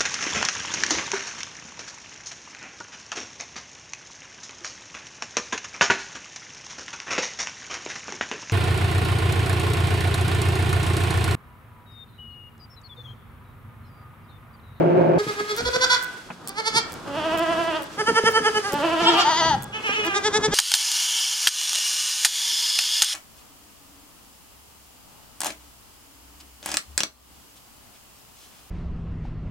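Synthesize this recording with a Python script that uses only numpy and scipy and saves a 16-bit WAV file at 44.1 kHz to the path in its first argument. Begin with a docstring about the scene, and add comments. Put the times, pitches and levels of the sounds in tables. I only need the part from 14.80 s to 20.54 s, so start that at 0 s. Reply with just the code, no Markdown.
"""Elephant roar, then goats in a barn

An elephant's heavy vocal folds flap out a short, rough roar that stops dead. Goats then bleat one after
another down a long barn: buzzing folds and breath, shaped by each throat. Most bleats throb about eleven
times a second, pitch, loudness and brightness swelling together. Underneath, the herd knocks at the
wooden trough and stirs the hay, with a few deep bumps and faint, recurring dry ticks."""
import sys
import numpy as np
from scipy import signal
from scipy.fft import rfft, irfft, next_fast_len
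from scipy.io import wavfile
from scipy.ndimage import uniform_filter1d, map_coordinates

SR = 44100
rng = np.random.default_rng(int(sys.argv[2]) if len(sys.argv) > 2 else 0)


def inscribe(sig):
    """Save sig as 16-bit PCM at rate SR to the path in sys.argv[1].

    A 1-D sig is mono; a 2-D sig holds one channel per row.
    Samples are clipped to [-1, 1] before scaling.
    """
    pcm = np.round(np.clip(np.atleast_2d(sig).T, -1, 1) * 32767)
    wavfile.write(sys.argv[1], SR, pcm.astype(np.int16))


N = 253134
TOP_HZ = 16000
ROAR_END_S = 0.383
CLEAR_AIR, RELAXED_AIR, HOARSE_AIR = 0.035, 0.07, 0.13  # breathiness of a bleat
CRACK_DELAY_S, CRACK_WIDTH_S = 0.013, 0.008  # the voice cracks just after each throb
THROAT_DRIFT = 0.035  # share by which the throat's resonances wander up and down

# the herd's activity at the hay: t/s, shuffle level/dB, rustle level/dB
HERD_LEVELS = [(0.4, -41, -40), (1.2, -44, -40.5), (1.6, -45.5, -54), (2.28, -35.5, -46.5),
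               (2.8, -35.5, -41), (3.12, -43.5, -46.5), (3.9, -38.5, -39.5), (4.7, -37, -42.5),
               (4.88, -42, -53.5), (5.1, -41, -42.5), (5.74, -33, -52)]
# noise colours of shuffling bodies, rustling hay, a tick and a wooden clack: f/Hz, level/dB
SHUFFLE_EQ = [(15, -20), (28, -10), (50, -6.5), (100, -0.5), (170, 0.5), (330, 1), (620, -4), (1300, -3.5),
              (1600, -7.5), (2300, -29.5), (4700, -43), (8000, -59), (16000, -56)]
HAY_EQ = [(500, -19), (2000, -4), (5000, -6.5), (9000, -14.5), (15500, -28)]
TICK_EQ = [(1500, -26), (4000, -11), (8000, -1.5), (12000, -5), (16000, -7)]
CLACK_EQ = [(200, -27), (500, 7), (1400, 5), (2600, 0), (6000, -47), (15000, -66)]
# dull, deep bumps: t/s, level/dB, swell and fade time/s, centre f/Hz
BUMP_CUES = [(0.867, -31, 0.032, 61.6), (4.732, -32.5, 0.1, 124), (5.735, -30, 0.032, 113.4)]
# dry ticks, each a quick three: t/s, level/dB
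TICK_CUES = [(0.765, -23), (1.227, -25), (1.675, -20.5), (2.122, -26.5), (2.576, -23.5), (3.023, -29.5),
             (3.504, -26.5), (3.923, -22.5), (4.374, -29), (4.824, -24.5), (5.249, -27.5)]
# knocks on the trough: t/s, level/dB, clack trim/dB
KNOCK_CUES = [(0.466, -25, -10), (0.603, -34, 6), (0.815, -30, -10), (1.502, -31, 7), (1.957, -32, -15),
              (3.177, -31, -12), (3.282, -24, -14), (3.315, -26, -22), (3.437, -27, -22), (3.602, -28, -22),
              (3.753, -29, -20), (3.934, -27, -10), (4.034, -31, -15), (4.216, -23, -10), (4.654, -29, -14),
              (5.092, -29, 5), (5.588, -29, -15), (5.68, -23, -4)]
# modes of the trough's boards: f/Hz, level/dB, t60/s
TROUGH_MODES = [(84, -34, 0.19), (136, -7.5, 0.23), (178.3, -3.5, 0.23), (248.4, -3, 0.24),
                (320, -1.5, 0.09), (427, 13.5, 0.022)]
# the barn's reverb time: f/Hz, t60/s
BARN_DECAY = [(150, 1), (700, 0.31), (1500, 0.63), (3500, 0.34), (7000, 0.27), (14000, 0.0088)]
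# narrow resonances that ring on in the barn: f/Hz, level/dB, t60/s
BARN_MODES = [(1330, -56, 0.6), (1490, -55, 0.8), (1645, -54, 1.3), (3400, -54, 1.4), (3880, -64, 1.1)]
# the roar's envelope: t/s, level/dB
ROAR_LEVELS = [(0, -15), (0.1, -16.5), (0.17, -15.5), (0.23, -15.5), (0.32, -17), (0.38, -15.5)]
# resonances of the elephant's trunk: f/Hz, level/dB
TRUNK_EQ = [(35, -110), (60, -28), (86, -34.5), (125, -13), (266, -12.5), (365, -1.5), (449, -15),
            (531, -4.5), (600, -11.5), (680, -7), (780, -21), (880, -15), (1000, -23.5), (1250, -28.5),
            (1610, -27.5), (1830, -36.5), (2350, -34.5), (3810, -52.5), (8000, -68), (16000, -71)]
# resonances of each goat's throat: f/Hz, level/dB
KID_THROAT = [(250, -17), (480, -7), (950, -12.5), (1480, -3), (1950, -17), (2300, -8.5), (2780, -26.5),
              (3480, -0.5), (3800, -8), (4550, -1), (5200, -10), (5700, -5.5), (6500, -16.5), (7300, -12),
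              (8300, -27), (9700, -26.5), (12300, -28.5), (14000, -48)]
OLD_THROAT = [(150, -42), (250, -11), (661, 5), (777, 10), (928, 1), (1010, 2), (1300, -4), (1960, -9.5),
              (2160, -20), (2580, -7.5), (3080, -2.5), (3860, -19.5), (4600, -18.5), (5880, -27.5),
              (12000, -43), (15600, -79)]
LOUD_THROAT = [(250, -21), (450, -5), (900, -3.5), (1350, -1.5), (1780, -2), (2270, -17), (2700, -20.5),
               (3180, -8), (3800, -42), (5000, -17), (5700, -31.5), (6400, -24), (7400, -39.5), (9200, -31),
               (11800, -56), (12800, -42), (14000, -58)]
JOINING_THROAT = [(450, -27), (900, -1.5), (1200, -2), (1420, -12), (1650, -18), (2400, -14), (2850, -3),
                  (3250, 15.5), (3650, -6.5), (4500, -10), (5400, -8), (6400, -34), (7700, -14.5),
                  (12000, -54)]
CRYING_THROAT = [(200, -27), (320, -8), (620, -0.5), (780, 24.5), (950, 22), (1090, -7), (1300, 4),
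                 (1650, 0), (1980, -1.5), (2400, -35.5), (3100, -17.5), (4100, -28), (4750, -19.5),
                 (5600, -42), (6300, -20.5), (7400, -49), (13000, -68)]
THIN_THROAT = [(250, -30.5), (420, 3), (850, 6), (1250, 6.5), (1650, 6.5), (2100, 3), (2600, 8.5),
               (3200, 3), (3700, -15), (4200, -13), (5200, -24), (5800, -6), (6200, -30), (6700, -11),
               (7500, -31), (9000, -34), (12000, -59)]
NASAL_THROAT = [(210, -55.5), (350, -13.5), (443, -21), (661, -17.5), (838, -19.5), (1020, -16.5),
                (1250, -23), (1630, -16.5), (2820, -30.5), (3520, -12.5), (4140, -28), (5160, -21.5),
                (7930, -26), (9330, -37), (12000, -62), (15600, -83), (22000, -120)]
# the kid's throat colour in its short bleat, stronger near 900 Hz: f/Hz, level/dB
SHORT_BLEAT_THROAT = [(250, -46), (450, -15), (900, -6.5), (1350, -7.5), (1750, -14), (2250, -8.5),
                      (2800, -19.5), (3300, -3), (3750, -14.5), (4550, -1), (5500, -12), (7500, -17),
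                      (11000, -26.5), (15000, -48)]
# the jaw closes between throbs and the lowest resonance sinks away: f/Hz, level/dB
JAW_SHUT_EQ = [(480, -1.5), (850, -5), (1250, -1.5), (1700, 1.5), (2400, 2.5)]
# bleats, one row a throb: t/s, pitch/Hz, level/dB, fundamental trim/dB, treble trim/dB
SOFT_BLEAT = [(0.405, 422, -27.5, 6.5, -7.5), (0.498, 420.8, -26, -1.5, -10.5),
              (0.603, 421.5, -24.5, 0, -11), (0.712, 426.3, -26.5, 1.5, -4.5)]
RISING_BLEAT = [(0.797, 474.7, -28.5, 1.5, -2.5), (0.873, 497.8, -26.5, 2.5, -1),
                (0.952, 506.6, -23.5, 2, -3.5), (1.032, 517.3, -20.5, -13.5, -1.5),
                (1.128, 503.5, -17, -18.5, -2)]
SHORT_BLEAT = [(1.7, 391, -41.5, -5, -1), (1.792, 449.3, -24, -7.5, -5.5), (1.879, 450, -22.5, -9, 1.5),
               (1.976, 461.5, -19, -15, 1)]
DEEP_BLEAT = [(2.29, 284.5, -39.5, 3, -12), (2.378, 325.7, -28.5, -7.5, -8.5),
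              (2.465, 327, -26, -9.5, -10.5), (2.545, 336.1, -24.5, -6.5, -11.5),
              (2.625, 340.3, -24.5, -3, -13.5), (2.712, 342.3, -24.5, -6.5, -13),
              (2.805, 340, -25.5, -3.5, -13), (2.89, 334, -25.5, -5.5, -11.5), (2.972, 321.7, -27, -14, -8),
              (3.005, 284, -38, -5, -19)]
LOUD_BLEAT = [(3.205, 433.8, -23, -4, -12.5), (3.29, 462.6, -18, -1.5, -8), (3.383, 459.5, -17, -4, -8),
              (3.477, 459.7, -16.5, -3, -6), (3.575, 453, -17, -3.5, -7), (3.675, 449.5, -18, -3.5, -8),
              (3.775, 436, -22.5, -2, -5.5), (3.868, 408.7, -27, -10, -11.5)]
SECOND_DEEP_BLEAT = [(3.96, 291.3, -28, -7, -12.5), (4.05, 340.1, -20.5, -5.5, -11),
                     (4.132, 340.6, -22, -7, -12), (4.215, 346, -21.5, -4, -7),
                     (4.295, 350.8, -21, -0.5, -16), (4.39, 359.6, -22.5, -10.5, -0.5)]
JOINING_BLEAT = [(4.287, 471, -16.5, -29, 1.5), (4.392, 397, -21.5, -16, -6.5)]
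KID_BLEAT = [(4.245, 452.7, -27.5, -5, -4), (4.34, 454, -32, 1, 2), (4.41, 469, -25, -29, 1)]
FAINT_BLEAT = [(4.95, 436.7, -35, -9, 2)]
NASAL_BLEAT = [(5.27, 333.8, -30, 1.7, -5.5), (5.372, 412.4, -28, 3.5, 2), (5.468, 431.5, -23.5, 1, 0),
               (5.565, 433, -22.5, 0.52, 0.5), (5.657, 434.7, -23.5, 1.43, 0), (5.748, 425, -27, 6.4, 1.5)]
# held calls that waver without a break: t/s, pitch/Hz, level/dB, fundamental trim/dB, treble trim/dB
CRYING_BLEAT = [(4.462, 297, -18.5, -31, -12), (4.483, 307.5, -17, -32, -12.5),
                (4.505, 335, -19.5, -17, -6), (4.528, 314.3, -20, -25, -7), (4.555, 314.7, -26, -14, -1.5),
                (4.592, 346, -25, -6, 1.5), (4.625, 320, -19.5, -25, -6.5), (4.685, 329.6, -21, -17, -4.5),
                (4.71, 297, -20, -24, -10.5), (4.75, 266, -19, -18, -16.5)]
THIN_BLEAT = [(5.058, 444, -29, -10, 0), (5.087, 395, -28.5, -21, -1), (5.12, 410.7, -29.5, -11, 0),
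              (5.148, 465.6, -33, -15, 4.5), (5.165, 419.4, -31.5, -8, 6.5),
              (5.186, 432.8, -26, -1.5, -4.5), (5.22, 418.3, -34.5, -6, 6), (5.275, 411.1, -31.5, -21, -3),
              (5.32, 392.4, -30, -10, -5), (5.365, 406.8, -25.5, -3, -21)]


def amp(db):
    """Decibels to gain."""
    return 10 ** (np.asarray(db) / 20)


def unit(x):
    """x at rms 1."""
    return x / np.sqrt(np.mean(x ** 2) + 1e-20)


def levelled(x):
    """x with its gain ridden to hold rms 1 over 40 ms."""
    return x / np.sqrt(np.abs(uniform_filter1d(x * x, SR // 25)) + 1e-12)


def along(points, hz):
    """(f/Hz, value) points read on a log axis."""
    f, v = np.transpose(points)
    return np.interp(np.log(hz + 1), np.log(f + 1), v)


def curves(rows, t):
    """Automation: each column after the time, read at times t."""
    times, *columns = np.transpose(rows)
    return [np.interp(t, times, column) for column in columns]


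def wobble(t, rate):
    """A smooth random curve, rate knots a second."""
    u = (t - t[0]) * rate
    return map_coordinates(rng.standard_normal(int(u[-1]) + 4), [u])


def lowpass(hz, edge_hz):
    """Gain of a steep low-pass."""
    return 1 / (1 + (hz / edge_hz) ** 12)


def filtered(x, response):
    """x through a response given as a function of frequency."""
    n = x.shape[-1]
    size = next_fast_len(n + 8192)
    return irfft(rfft(x, size) * response(np.fft.rfftfreq(size, 1 / SR)), size)[..., :n]


def coloured(x, eq, size=2048):
    """x through a minimum-phase EQ curve."""
    cepstrum = irfft(np.log(amp(along(eq, np.fft.rfftfreq(size, 1 / SR)))))
    cepstrum[1:size // 2] *= 2
    cepstrum[size // 2 + 1:] = 0
    return signal.fftconvolve(x, irfft(np.exp(rfft(cepstrum))))[:len(x)]


def noise(eq, n, width):
    """Coloured stereo noise of rms 1; width is side over mid."""
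    mid, side = filtered(rng.standard_normal((2, n)), lambda hz: amp(along(eq, hz)))
    return unit(np.array([mid + width * side, mid - width * side]))


def add(out, x, start):
    """Mix stereo x into out from start, in seconds."""
    i = max(round(start * SR), 0)
    out[:, i:i + x.shape[1]] += x[:, :max(N - i, 0)]


def herd():
    """The bed: many animals shuffle and pull at the hay."""
    t = np.arange(N) / SR
    shuffle_db, rustle_db = curves(HERD_LEVELS, t)
    shuffle = noise(SHUFFLE_EQ, N, width=.45) * amp(shuffle_db + 1.8 * wobble(t, 18))
    hay = noise(HAY_EQ, N, width=.7) * amp(rustle_db + 1.5 * wobble(t, 60))
    return shuffle + hay


def bumps():
    """Something heavy shifts with a soft, deep rumble that swells and fades."""
    out, t = np.zeros((2, N)), np.arange(N) / SR
    for peak, db, fade, hz in BUMP_CUES:
        eq = [(hz / 4, -12), (hz, 0), (1.97 * hz, -7), (3 * hz, -35), (10 * hz, -90)]
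        out += noise(eq, N, width=.099) * amp(db) * np.exp(-np.abs(t - peak) / fade)
    return out


def ticks(spacing_s=.009, t60=.005):
    """Tiny dry ticks in quick threes."""
    out, t = np.zeros((2, N)), np.arange(SR // 50) / SR
    decay = amp(-60 * t / t60)
    for start, db in TICK_CUES:
        for k in range(3):
            tick = noise(TICK_EQ, len(t), width=.47) * amp(db - .45 * k) * decay
            add(out, tick, start + k * spacing_s)
    return out


def trough():
    """Hooves and heads bump the wooden boards: a dull thud with a short clack."""
    out, t = np.zeros((2, N)), np.arange(SR // 4) / SR
    attack = 1 - np.exp(-t / .0016)
    for start, db, clack_db in KNOCK_CUES:
        thud = np.zeros(len(t))
        for hz, mode_db, t60 in TROUGH_MODES:
            decay = amp(mode_db + rng.normal(0, 4.1) - 60 * t / t60)
            detuned_hz = hz * rng.uniform(.897, 1.1)
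            thud += decay * np.sin(2 * np.pi * (detuned_hz * t + rng.random()))
        clack = noise(CLACK_EQ, len(t), width=.5) * amp(clack_db - 2 - 60 * t / .06)
        add(out, amp(db) * (amp(-3.5) * thud + clack) * attack, start)
    return out


def barn_reverb(x):
    """The barn's diffuse tail, different at each ear, with a few tones that ring on."""
    hz, t, spectrum = signal.stft(rng.standard_normal((2, SR * 3 // 4)), SR, nperseg=256)
    decay = amp(-60 * t / along(BARN_DECAY, hz)[:, None])
    attack = 1 - np.exp(-t / .00056)
    _, tail = signal.istft(spectrum * decay * attack, SR, nperseg=256)
    age = np.arange(tail.shape[1]) / SR
    rings = sum(amp(db - 60 * age / t60) * np.sin(2 * np.pi * (f * age + rng.random((2, 1))))
                for f, db, t60 in BARN_MODES)
    mid, side = tail / np.linalg.norm(tail[0]) + rings
    side = filtered(side, lambda hz: hz / (hz + 300))  # long waves reach both ears alike
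    return signal.fftconvolve(x[None], np.array([mid + side, mid - side]), axes=1)


def early_reflections(x, count=7):
    """Nearby boards add weak copies within a few milliseconds, different at each ear."""
    delays = rng.uniform(.0005, .006, (2, count, 1))
    copies = lambda hz: np.exp(-2j * np.pi * hz * delays).sum(1) * hz / (hz + 1500)
    return filtered(x, lambda hz: 1 + .14 * copies(hz))


def folds(pitch, breath, zip_hz=1500):
    """Vocal folds: one pulse a cycle, and a puff of air noise with each opening."""
    phase = 2 * np.pi * np.cumsum(pitch) / SR
    harmonics = int(TOP_HZ / pitch.mean())
    pulses = np.sin((harmonics + .5) * phase) / np.sin(phase / 2) - 1
    # the folds close like a zip, which smears each pulse in time
    pulses = filtered(pulses, lambda hz: np.exp(-1j * ((hz / 1500) ** 2 + 4 * np.arctan(hz / zip_hz))))
    puffs = unit(rng.standard_normal(len(pitch)) * (1 + .5 * np.cos(phase)))
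    puffs = filtered(puffs, lambda hz: np.clip(hz / 2500, 1, 2))  # more turbulence in the top end
    return unit(pulses) + breath * puffs


def elephant(pitch_hz=175, tone_hz=163.8, tone_db=-6, left_lag_ms=.466):
    """Heavy folds flap irregularly over a steady deep tone, with a rasp of air through the trunk."""
    t = np.arange(round(ROAR_END_S * SR)) / SR
    pitch = pitch_hz * (1 + .015 * wobble(t, 15) + .035 * wobble(t, 220))
    flaps = folds(pitch, breath=.5) * amp(3.5 * wobble(t, 110))
    tone_pitch = tone_hz * (1 + .012 * wobble(t, 30))
    tone = np.sqrt(2) * np.sin(2 * np.pi * np.cumsum(tone_pitch) / SR)
    voice = unit(coloured(flaps, TRUNK_EQ)) + amp(tone_db) * tone
    left = np.interp(t - left_lag_ms / 1000, t, voice)
    roar = unit(np.array([left, voice]) + noise(TRUNK_EQ, len(t), width=.74))
    level_db, = curves(ROAR_LEVELS, t)
    gate = np.clip((ROAR_END_S - t) / .00084, 0, 1)
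    out = np.zeros((2, N))
    add(out, roar * amp(level_db) * gate, 0)
    return out


def slackness(t, beats, hold, lean, snap):
    """0 on each throb, 1 between; hold broadens throbs, snap steepens them, lean < 1 hastens the fall."""
    place = np.interp(t, beats, np.arange(len(beats))) % 1
    slack = np.abs(np.sin(np.pi * place ** lean)) ** (2 * hold)
    return slack ** snap / (slack ** snap + (1 - slack) ** snap)


def throat_and_jaw(buzz, throat, slack):
    """The throat's drifting resonances shape the buzz; the jaw closes as the voice slackens."""
    dark = coloured(buzz, [(hz * (1 - THROAT_DRIFT), db) for hz, db in throat])
    bright = coloured(buzz, [(hz * (1 + THROAT_DRIFT), db) for hz, db in throat])
    blend = .5 + .5 * np.tanh(wobble(np.arange(len(buzz)) / SR, 30.55))
    jaw_open = dark + blend * (bright - dark)
    jaw_shut = filtered(jaw_open, lambda hz: amp(along(JAW_SHUT_EQ, hz)))
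    return jaw_open + slack * (jaw_shut - jaw_open)


def bleat(throbs, throat, scoop, rise_s, fall_s, wet_db, lead_ms, pan_db, dip_db=0, hold=1, lean=.81,
          snap=1, sag=0, arch_s=.03, strain=0, air=RELAXED_AIR, rasp_db=None):
    """One goat call: effort drops between throbs, so it gets softer (dip_db), lower (sag) and duller."""
    beats = np.sort([row[0] for row in throbs])
    first, last = beats[0], beats[-1]
    start, stop = first - 2 * rise_s, last + 2 * fall_s
    t = np.arange(round(start * SR), round(stop * SR)) / SR
    pitch, db, low_db, treble_db = curves(throbs, t)
    pitch = uniform_filter1d(pitch, SR // 70, mode="nearest")
    slack = slackness(t + .0015 * wobble(t, 30), beats, hold, lean, snap)
    ends = (np.maximum(first - t, 0) / rise_s) ** 2 + (np.maximum(t - last, 0) / fall_s) ** 2
    # the pitch arches over each throb and scoops down at both ends of the call
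    arches = np.exp(-((np.clip(t, first, last)[:, None] - beats) / arch_s) ** 2).max(1)
    droop = sag * (1 - arches) * (1 + .25 * wobble(t, 12))
    # strain cracks the voice: the folds jitter and alternate strong and weak pulses
    crack_windows = np.exp(-((t[:, None] - beats - CRACK_DELAY_S) / CRACK_WIDTH_S) ** 2).sum(1)
    crack = np.clip(strain, 0, 3) * crack_windows
    jitter = .0025 * (1 + .7 * strain) * wobble(t, 80) + .0013 * (1 + 6 * crack) * wobble(t, 400)
    pitch = pitch * (1 - droop - scoop * np.tanh(ends) + jitter)
    alternation = 1 + .14 * crack * np.sin(np.pi * np.cumsum(pitch) / SR)
    buzz = alternation * folds(pitch, air * (1 + .3 * strain + crack), zip_hz=900)
    voice = throat_and_jaw(buzz, throat, slack)
    # three bands: the fundamental lingers after each push, and the treble fades first
    low = filtered(voice, lambda hz: lowpass(hz, 1.5 * pitch.mean()))
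    treble = filtered(voice, lambda hz: 1 - lowpass(hz, 2400))
    mids = voice - low - treble
    db = db - dip_db * slack - 13 * ends + (.7 + .7 * crack) * wobble(t, 170)
    late_db = np.interp(t - .01, t, db + low_db)
    early_db = np.interp(t + .00083, t, db + treble_db) - .05 * dip_db * slack
    voice = amp(db) * levelled(mids) + amp(late_db) * levelled(low) + amp(early_db) * levelled(treble)
    if rasp_db is not None:  # a high rasp carries on between throbs, dipping only 3 dB
        rasp = filtered(coloured(folds(pitch, breath=.5), throat), lambda hz: 1 - lowpass(hz, 4500))
        voice += levelled(rasp) * amp(rasp_db - 3 * slack - 13 * ends)
    ears = np.array([[1], [-1]])  # positive pan_db and lead_ms favour the left
    pan = lambda hz: amp(ears * pan_db / 2) * np.exp(ears * 1j * np.pi * hz * lead_ms / 1000)
    out = np.zeros((2, N))
    add(out, early_reflections(filtered(voice, pan)), start)
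    add(out, amp(wet_db) * barn_reverb(voice), start)
    return out


def goats():
    """A kid and several does bleat from along the trough, some overlapping."""
    return sum([
        bleat(SOFT_BLEAT, KID_THROAT, scoop=.065, rise_s=.03, fall_s=.026, dip_db=17.5, hold=.59,
              sag=.04, strain=1, wet_db=-12, lead_ms=.25, pan_db=-.5),
        bleat(RISING_BLEAT, KID_THROAT, scoop=.09, rise_s=.03, fall_s=.035, dip_db=26.5, hold=1.4,
              lean=.91, snap=2.6, sag=.075, strain=2.15, air=HOARSE_AIR,
              wet_db=-10.5, lead_ms=.2, pan_db=-2),
        bleat(SHORT_BLEAT, SHORT_BLEAT_THROAT, scoop=.053, rise_s=.033, fall_s=.024, dip_db=19, hold=.8,
              sag=.07, arch_s=.017, strain=1.6, wet_db=-14, lead_ms=.2, pan_db=-2.5),
        bleat(DEEP_BLEAT, OLD_THROAT, scoop=.055, rise_s=.04, fall_s=.026, dip_db=4, hold=1.7,
              sag=.061, arch_s=.02, strain=.23, air=CLEAR_AIR, wet_db=-10, lead_ms=0, pan_db=-2.5),
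        bleat(LOUD_BLEAT, LOUD_THROAT, scoop=.095, rise_s=.025, fall_s=.059, dip_db=23, hold=1.2,
              snap=1.2, sag=.055, arch_s=.014, strain=1.84, rasp_db=-41,
              wet_db=-17.5, lead_ms=.11, pan_db=-2),
        bleat(SECOND_DEEP_BLEAT, OLD_THROAT, scoop=.08, rise_s=.054, fall_s=.04, dip_db=6.5, hold=.49,
              sag=.07, arch_s=.022, strain=1, wet_db=-7.5, lead_ms=0, pan_db=-1.5),
        bleat(JOINING_BLEAT, JOINING_THROAT, scoop=.12, rise_s=.032, fall_s=.0378, dip_db=13.5,
              hold=.98, sag=.1, strain=.3, air=CLEAR_AIR, wet_db=-10.5, lead_ms=-.1, pan_db=0),
        bleat(KID_BLEAT, KID_THROAT, scoop=.1, rise_s=.038, fall_s=.03, dip_db=14,
              sag=.12, strain=.59, wet_db=-10, lead_ms=.13, pan_db=-3),
        bleat(CRYING_BLEAT, CRYING_THROAT, scoop=.0524, rise_s=.016, fall_s=.0078,
              strain=.26, wet_db=-17, lead_ms=.051, pan_db=2.5),
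        bleat(FAINT_BLEAT, THIN_THROAT, scoop=.11, rise_s=.022, fall_s=.045,
              wet_db=-9, lead_ms=.22, pan_db=-3),
        bleat(THIN_BLEAT, THIN_THROAT, scoop=.08, rise_s=.025, fall_s=.04,
              air=CLEAR_AIR, wet_db=-13.5, lead_ms=.24, pan_db=-1.5),
        bleat(NASAL_BLEAT, NASAL_THROAT, scoop=.12, rise_s=.034, fall_s=.04, dip_db=20, hold=1.25,
              snap=1.53, sag=.1, arch_s=.035, strain=1, wet_db=-22.5, lead_ms=.053, pan_db=0)])


def scene():
    """The barn takes over the moment the roar stops."""
    barn_gate = np.clip((np.arange(N) / SR - ROAR_END_S) / .0014, 0, 1)
    return elephant() + barn_gate * (goats() + trough() + bumps() + ticks() + herd())


def record(dry):
    """A brick-wall low-pass on the whole mix."""
    return filtered(dry, lambda hz: hz < TOP_HZ)


dry = scene()
out = record(dry)
inscribe(out)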